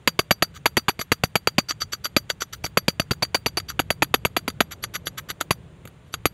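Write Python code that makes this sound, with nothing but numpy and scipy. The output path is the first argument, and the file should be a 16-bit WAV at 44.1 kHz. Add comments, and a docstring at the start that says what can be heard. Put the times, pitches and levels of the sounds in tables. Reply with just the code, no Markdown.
"""Hammer on steel wire, close up outdoors

A hammer flattens a steel wire on a round stone, mostly 8-9 strokes a second, close to the microphone.
Blows are bursts of coloured noise a few ms long, with the stone's knock and its thud into the soil.
Light strokes skid along the wire as swelling noise and end in a tick; all ring the steel's damped modes.
Wire ticks and a thin high sizzle follow, the ground scatters a faint tail; far traffic rumbles under
microphone hiss. Levels of single sounds are rms over 20 ms."""
import sys
import numpy as np
from scipy import signal
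from scipy.fft import rfft, irfft
from scipy.io import wavfile

SR = 44100
rng = np.random.default_rng(int(sys.argv[2]) if len(sys.argv) > 2 else 0)


def log_audio(samples):
    """Write samples as a 16-bit WAV file to the path given in sys.argv[1]."""
    # one column per channel
    frames = np.atleast_2d(samples).T
    # limit to full scale, then quantise
    limited = np.clip(frames, -1, 1)
    pcm = np.round(limited * 32767).astype(np.int16)
    wavfile.write(sys.argv[1], SR, pcm)


N = 279153

# blows on the wire, mostly hard, with a few soft ones and one faint touch:
# (time [s], contact time [s], strength [dB], knock pitch [Hz], thud pitch [Hz], thud level [dB],
# ring reference [dB])
BLOWS = [(0.0745, 0.0043, -15, 352, 219, -18.5, -23), (.191, 0.0045, -18.5, 414, 125, -28, -23),
         (.3086, 0.005, -14.5, 490, 197, -21.5, -22), (.423, 0.0053, -17, 480, 193, -26, -23),
         (0.657, 0.0064, -16, 620, 160, -33.5, -23.5), (0.7689, 0.0094, -18.5, 472, 130, -25.5, -22.5),
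         (.8825, .0115, -18.5, 554, 137, -27.5, -27), (0.9915, 0.0069, -34.5, 420, 121, -35.5, -37),
         (1.1178, 0.0058, -17, 425, 110, -25, -22.5), (1.236, 0.003, -21, 468, 126, -21.5, -26.5),
         (1.3549, .0041, -17.5, 496, 188, -23.5, -26), (1.4725, 0.0025, -18, 544, 153, -30, -27),
         (1.582, 0.0086, -18, 525, 191, -20.5, -26), (2.1646, 0.0051, -18, 370, 204, -18.5, -23),
         (2.6408, 0.0069, -32.5, 560, 95.5, -31, -56), (2.772, .0035, -15, 362, 169, -29, -22.5),
         (2.8813, 0.0047, -20.5, 345, 183, -21, -25), (2.997, 0.0043, -23.5, 430, 145, -25.5, -23),
         (3.109, 0.0094, -25, 320, 129, -22, -28.5), (3.223, 0.011, -25.5, 540, 144, -29, -23),
         (3.3451, 0.0096, -21, 585, 120, -38, -22), (3.4607, .0066, -23.5, 530, 120, -32.5, -24),
         (3.5709, 0.013, -28.5, 580, 130, -38, -24), (3.793, .007, -20, 533, 125, -31, -33),
         (3.9037, 0.0035, -21, 484, 125, -33.5, -25.5), (4.0216, 0.0083, -16.5, 586, 152, -27, -27.5),
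         (4.141, 0.004, -16.5, 518, 200, -50, -26.5), (4.2502, 0.0045, -19.5, 405, 115, -26, -32),
         (4.3652, 0.0063, -21.5, 444, 170, -36.5, -30), (4.4784, 0.0066, -27, 506, 181, -40, -31.5),
         (4.6048, 0.0053, -15.5, 432, 196, -37, -27.5), (5.5075, 0.0049, -20, 533, 146, -22.5, -23),
         (5.8529, 0.0035, -48, 460, 140, -41, -72), (6.2555, 0.002, -15.5, 570, 118, -25.5, -25.5)]
# light strokes that skid along the wire and end in a tap:
# (time [s], skid length [s], rub strength [dB], ring reference [dB], tap level [dB])
STROKES = [(0.539, 0.026, -46, -54, -46.5), (1.001, 0.012, -44, -35, -33), (1.684, .025, -36.5, -31.5, -30),
           (1.802, .017, -38.5, -34.5, -32), (1.919, .014, -38, -35.5, -32),
           (2.039, 0.016, -36.5, -30, -29.5), (2.293, 0.0081, -39, -37, -25),
           (2.403, 0.017, -38, -35, -27.5), (2.525, 0.0084, -41.5, -39, -40), (2.637, 0.015, -55, -32, -44),
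           (3.682, .0198, -39.5, -35.5, -36.5), (4.707, 0.014, -40, -40.5, -39.5),
           (4.823, .016, -50, -37, -29), (4.936, 0.019, -34, -34, -33), (5.054, 0.016, -54, -37.5, -28.5),
           (5.173, 0.01, -34.5, -37.5, -42.5), (5.286, 0.016, -35, -38, -32), (5.403, .0078, -39, -42, -24),
           (6.06, .02, -79, -73, -76), (6.123, 0.017, -55, -46, -28.5)]
# steel modes, two with a faint lingering twin:
# (frequency [Hz], free 60 dB decay [s], level re the ring at that pitch [dB])
STEEL_MODES = [(4680, 0.054, -26), (4622, 0.049, 0), (4650, 0.21, -28), (4810, 0.067, -16.5),
               (5575, 0.044, -13.5), (5938, 0.057, -1.5), (10440, .034, 2.5), (11498, 0.05, 0.5),
               (11512, 0.15, -23), (13300, 0.022, -19.5)]
# pitches that stand for the low, middle, shimmer and high steel modes: (frequency [Hz])
RING_HZ = [4620, 5948, 10415, 11505]
# short modes of wire and stone: (frequency [Hz], 60 dB decay [s], relative level [dB])
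PING_MODES = [(1332, 0.024, -10.5), (6700, 0.04, -2.5), (6960, 0.031, -12.5), (7145, 0.025, -10)]
# colour of a blow's crack: (frequency [Hz], relative level [dB])
CRACK_COLOUR = [(500, -18.5), (900, -2), (1250, 1.5), (1800, -2), (2300, 1), (3300, -3), (4200, -12.5),
                (5200, -43), (6800, -23), (8500, -55), (15000, -39.5)]
# colour of splintering and rubbing treble: (frequency [Hz], relative level [dB])
SPLINTER_COLOUR = [(3000, -55), (5500, -9.5), (7200, 8.5), (8500, 4.5), (12500, 3), (15000, 6)]
# colour of the stone's knock: (multiple of its pitch [1], relative level [dB])
KNOCK_COLOUR = [(.25, -26.5), (.5, -3), (1, -3), (1.6, -3), (2.599, -22.5), (6, -56)]
# colour of light contacts: (frequency [Hz], relative level [dB])
TICK_COLOUR = [(500, -19.5), (1000, -12), (1250, 5), (1600, 1), (1800, -4), (2100, -1.5), (2500, -10.5),
               (3300, -2.5), (4200, -6.5), (5200, -33), (7300, -9), (8600, -25), (12000, -26.5),
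               (15000, -23)]
# colour of the thin sizzle: (frequency [Hz], relative level [dB])
SIZZLE_COLOUR = [(6000, -15.5), (9500, 4.5), (12300, -19), (14500, 3)]
# colour of the background, traffic rumble below, microphone hiss above:
# (frequency [Hz], relative level [dB])
BACKGROUND_COLOUR = [(25, -8), (45, -7), (70, -1), (115, 0), (170, -3), (250, -15), (450, -15), (750, -23),
                     (3500, -32), (5300, -47), (7400, -39), (8200, -48), (9000, -38), (10400, -53),
                     (12500, -56), (15000, -53)]
# swell of the traffic about its mean: (time [s], rumble level [dB], tyre level [dB])
TRAFFIC_SWELL = [(0.0, -53.5, -58), (0.49, -48, -59), (1.04, -52, -63), (1.9, -48.5, -60.5),
                 (4.53, -44, -56.5), (4.76, -47, -53.5), (5.41, -48.5, -54), (6.33, -49.5, -60)]
# where the face meets the wire: (time [s], offset from the usual spot [about -1 to 1])
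PLACE = [(0, 0.012), (1.36, 0.44), (1.46, -1.2), (1.93, -.9), (2.03, -0.11), (3.69, 0), (3.78, 0.55),
         (6.33, 0.94)]
# change of the low, middle, shimmer and high modes at an offset of 1: (level change [dB])
PLACE_DB = [-4, -1.5, 9.5, 4]

SPAN = 4096  # samples in one single sound
AGE = np.arange(SPAN) / SR  # s since its start
GROUND_T60_S = 0.053
TOP_HZ = 15500
# against a typical blow, a harder one is duller: treble and knock grow by less than 1 dB per dB
TYPICAL_DB, TREBLE_GROWTH, KNOCK_GROWTH = -20, 0.68, 0.84
# the hammer drops back once after a blow, more softly the more the blow has spent in the wire
REBOUND_S, REBOUND_DB, REBOUND_LOSS = 0.0165, -47.5, 1  # s, dB, dB per dB
# after a light tap it bounces sooner
BOUNCE_S, BOUNCE_DB = 0.0062, -10  # s, dB re the tap
# a tap reaches the stone only when firm: its knock equals its tick at FIRM_DB and falls faster below
FIRM_DB, TAP_KNOCK_GROWTH = -15.5, 1.77  # dB, dB per dB


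def undb(db):
    """Decibels to gain."""
    return 10 ** (np.asarray(db) / 20)


def level(x, db):
    """Scale one sound to an rms level, its whole energy counted over 20 ms."""
    return x * undb(db) * np.sqrt(0.02 * SR / np.sum(x ** 2))


def shape(points, size):
    """Log gain of (Hz, dB) points on the bins of a transform, joined along log frequency."""
    hz, db = np.transpose(points)
    bins_hz = np.fft.rfftfreq(size, 1 / SR)
    return np.log(undb(np.interp(np.log(bins_hz + 1), np.log(hz), db)))


def colour(x, points):
    """Causal minimum-phase filter through (Hz, dB) points, by folding the cepstrum forward in time."""
    cepstrum = irfft(shape(points, size=SPAN))
    cepstrum[1:SPAN // 2] *= 2
    cepstrum[SPAN // 2 + 1:] = 0
    return irfft(rfft(x) * np.exp(rfft(cepstrum)))


def add(track, s, x):
    """Mix a sound in at a time."""
    start = max(int(s * SR), 0)
    track[start:start + SPAN] += x[:max(N - start, 0)]


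def background(background_db=-46, tyre_db=-2, waver_db=2.0):
    """Far engines rumble and waver, far tyres swell, and an even microphone hiss lies above them."""
    s, rumble, tyres = np.transpose(TRAFFIC_SWELL)
    t, hz = np.arange(N) / SR, np.fft.rfftfreq(N, 1 / SR)
    noise = rfft(rng.standard_normal(N)) * np.exp(shape(BACKGROUND_COLOUR, size=N))
    noise *= undb(background_db) / irfft(noise, N).std()
    waver = waver_db * np.interp(t, np.linspace(0, t[-1], num=70), rng.standard_normal(size=70))
    low = 1 / (1 + (hz / 250) ** 4)
    high = 1 - 1 / (1 + (hz / 1000) ** 4)
    engines = irfft(noise * low, N) * undb(np.interp(t, s, rumble - rumble.mean()) + waver)
    road = irfft(noise * (1 - low - high), N) * undb(tyre_db + np.interp(t, s, tyres - tyres.mean()))
    hiss = irfft(noise * high, N)
    return engines + road + hiss


def grit(envelope, spread_db):
    """Force of many tiny fractures under an envelope, their size redrawn every 16 samples."""
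    size = np.repeat(rng.standard_normal(SPAN // 16), 16)
    return envelope * rng.standard_normal(SPAN) * undb(spread_db * size)


def contact(length, release, sag_db=0):
    """Pressure that sags (or builds, if negative) while the faces touch and dies away as they part."""
    length = max(length, 0.001)
    pressure = undb(-sag_db * np.minimum(AGE / length, 1))
    return pressure * np.exp(-np.maximum(AGE - length, 0) / release)


def stone(force, hz, db):
    """A broad, dead knock around one pitch."""
    return level(colour(force, np.array(KNOCK_COLOUR) * [hz, 1]), db)


def thud(hz, rise=0.0052, decay=0.0021):
    """The stone sinks into the soil and springs back: a sine that swells and dies in a few ms."""
    swing = np.sin(2 * np.pi * hz * AGE) * rng.choice([-1, 1])
    return swing * (1 - np.exp(-(AGE / rise) ** 2)) * np.exp(-AGE / decay)


def ring(force, modes, free=1, detune=0.001):
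    """Damped modes driven by a force; the grip shifts them, a resting contact (free < 1) shortens them."""
    out = 0
    for hz, t60, db in modes:
        shifted_hz = hz * (1 + detune * rng.standard_normal())
        decay = np.exp(-np.log(1000) * AGE / (t60 * free))
        mode = np.sin(2 * np.pi * shifted_hz * AGE) * decay
        out = out + level(signal.fftconvolve(force, mode)[:SPAN], db)
    return out


def spot(s, scatter_db=1.66):
    """Where the face lands colours the four groups of steel modes; it is never twice quite the same."""
    offset = np.interp(s, *np.transpose(PLACE))
    return offset * np.array(PLACE_DB) + scatter_db * rng.standard_normal(size=4)


def steel(force, ring_db, free=1):
    """Ring the steel modes, with levels set for the low, middle, shimmer and high groups."""
    modes = [(hz, t60, db + np.interp(hz, RING_HZ, ring_db)) for hz, t60, db in STEEL_MODES]
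    return ring(force, modes, free)


def blows(crack_db=0.5, splinter_db=-32.5, knock_db=-22.5, middle_db=-9.5, shimmer_db=-17.5,
          high_db=-15, ping_db=-15, first_touch=0.27):
    """The hammer presses the wire on the stone: crack, splintering treble, knock, thud and ring."""
    out = np.zeros(N)
    for s, length, strength, knock_hz, thud_hz, thud_db, ringing in BLOWS:
        harder = strength - TYPICAL_DB
        snap = first_touch * np.exp(-AGE / 0.00046)  # the faces meet with a spike of force
        force = grit(snap + contact(length, release=0.0024, sag_db=5.5), spread_db=0.0)
        splinters = grit(snap + contact(length, release=0.0033, sag_db=-2.0), spread_db=4.5)
        weight = grit(contact(length, release=0.0015, sag_db=1.0), spread_db=2.5)  # reaches the stone
        sound = level(colour(force, CRACK_COLOUR), strength + crack_db)
        sound += level(colour(splinters, SPLINTER_COLOUR), splinter_db + TREBLE_GROWTH * harder)
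        sound += stone(weight, knock_hz, knock_db + KNOCK_GROWTH * harder)
        sound += level(thud(thud_hz), thud_db)
        # the high modes follow the strength of the blow
        rings = spot(s) + [ringing, ringing + middle_db, ringing + shimmer_db, strength + high_db]
        sound += steel(splinters, rings, free=0.97)
        sound += undb(strength + ping_db) * ring(force, PING_MODES)
        add(out, s, sound)
    return out


def ground(x, wet_db=-31):
    """Rocks and plants scatter a faint, short tail, from 8 ms on."""
    age = np.arange(2 * SPAN) / SR
    tail = rng.standard_normal(2 * SPAN) * np.exp(-np.log(1000) * age / GROUND_T60_S)
    tail[:int(0.008 * SR)] = 0
    return undb(wet_db) * signal.fftconvolve(x, tail / np.linalg.norm(tail))[:N]


def chatter(after_blow_db=-22, after_skid_db=-3, delay_s=0.0063, spread_s=0.012):
    """As the hammer lifts, the loose wire ticks twice more on the stone, the later the fainter."""
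    out = np.zeros(N)
    for table, gain_db in (BLOWS, after_blow_db), (STROKES, after_skid_db):
        for s, length, db, *_ in table:
            for late in rng.random(size=2):
                force = grit(np.exp(-AGE / 0.0013), spread_db=2.5)
                tick = level(colour(force, TICK_COLOUR), db + gain_db - 8 * late)
                add(out, s + length + delay_s + spread_s * late, tick)
    return out


def sizzles(start_s=0.012, decay=0.014, sizzle_db=-55, spread_db=4):
    """A thin, faint high sizzle of uneven noise follows each stroke, weaker after the faintest touches."""
    out = np.zeros(N)
    for s, _, db, *_ in BLOWS + STROKES:
        envelope = np.exp(-AGE / decay) * (1 - np.exp(-AGE / 0.0085))
        sizzle = colour(grit(envelope, spread_db=spread_db), SIZZLE_COLOUR)
        add(out, s + start_s, level(sizzle, min(sizzle_db, db - 13) + 3 * rng.standard_normal()))
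    return out


def tap(s, db, knock_hz=580, ring_db=(-8, -18, -23, -15), ping_db=-10.5):
    """The face just meets the wire: a sharp tick, a slight knock and a short ring."""
    force = grit(np.exp(-AGE / 0.0006) + 0.55 * np.exp(-AGE / 0.004), spread_db=1)
    sound = level(colour(force, TICK_COLOUR), db)
    sound += stone(force, knock_hz, FIRM_DB + TAP_KNOCK_GROWTH * (db - FIRM_DB))
    sound += steel(force, db + np.array(ring_db) + spot(s), free=0.65)
    return sound + undb(db + ping_db) * ring(force, PING_MODES)


def taps(jitter_s=0.0011):
    """Each blow rebounds once; each skid ends in a tap and a smaller bounce."""
    out = np.zeros(N)
    for s, length, strength, *_ in BLOWS:
        rebound = min(strength, REBOUND_DB - REBOUND_LOSS * (strength - TYPICAL_DB))
        add(out, s + length + REBOUND_S + jitter_s * rng.standard_normal(), tap(s, rebound))
    for s, length, *_, db in STROKES:
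        add(out, s + length, tap(s, db))
        add(out, s + length + BOUNCE_S + jitter_s * rng.standard_normal(), tap(s, db + BOUNCE_DB))
    return out


def skids(grit_db=1, hiss_db=-11, ring_db=(-1, 0, -24, -5), ping_db=-8, overrun_s=0.0035):
    """Steel rubs on steel until just after the tap, and the rubbing force drives the ring."""
    out = np.zeros(N)
    for s, length, rub, ringing, _ in STROKES:
        swell = 1 - np.exp(-AGE / 0.0073)
        force = grit(contact(length + overrun_s, release=0.0038, sag_db=2.0) * swell, spread_db=5)
        sound = level(colour(force, TICK_COLOUR), rub + grit_db)
        sound += level(colour(force, SPLINTER_COLOUR), rub + hiss_db)
        sound += steel(force, ringing + np.array(ring_db) + spot(s), free=0.93)
        sound += undb(rub + ping_db) * ring(force, PING_MODES)
        add(out, s, sound)
    return out


def scene():
    """The hammer work close by, its faint scattered tail and the background."""
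    work = blows() + taps() + skids() + chatter() + sizzles()
    return (work + ground(work) + background())[None]


def record(dry, ceiling=0.64, low_cut_hz=48):
    """The microphone drops the deep bass and rounds the loudest peaks; the top is cut."""
    thin = signal.sosfilt(signal.butter(2, low_cut_hz, "high", fs=SR, output="sos"), dry)
    rounded = thin / (1 + (thin / ceiling) ** 4) ** (1 / 4)
    return signal.sosfilt(signal.ellip(8, 0.2, 70, TOP_HZ, fs=SR, output="sos"), rounded)


dry = scene()
out = record(dry)
log_audio(out)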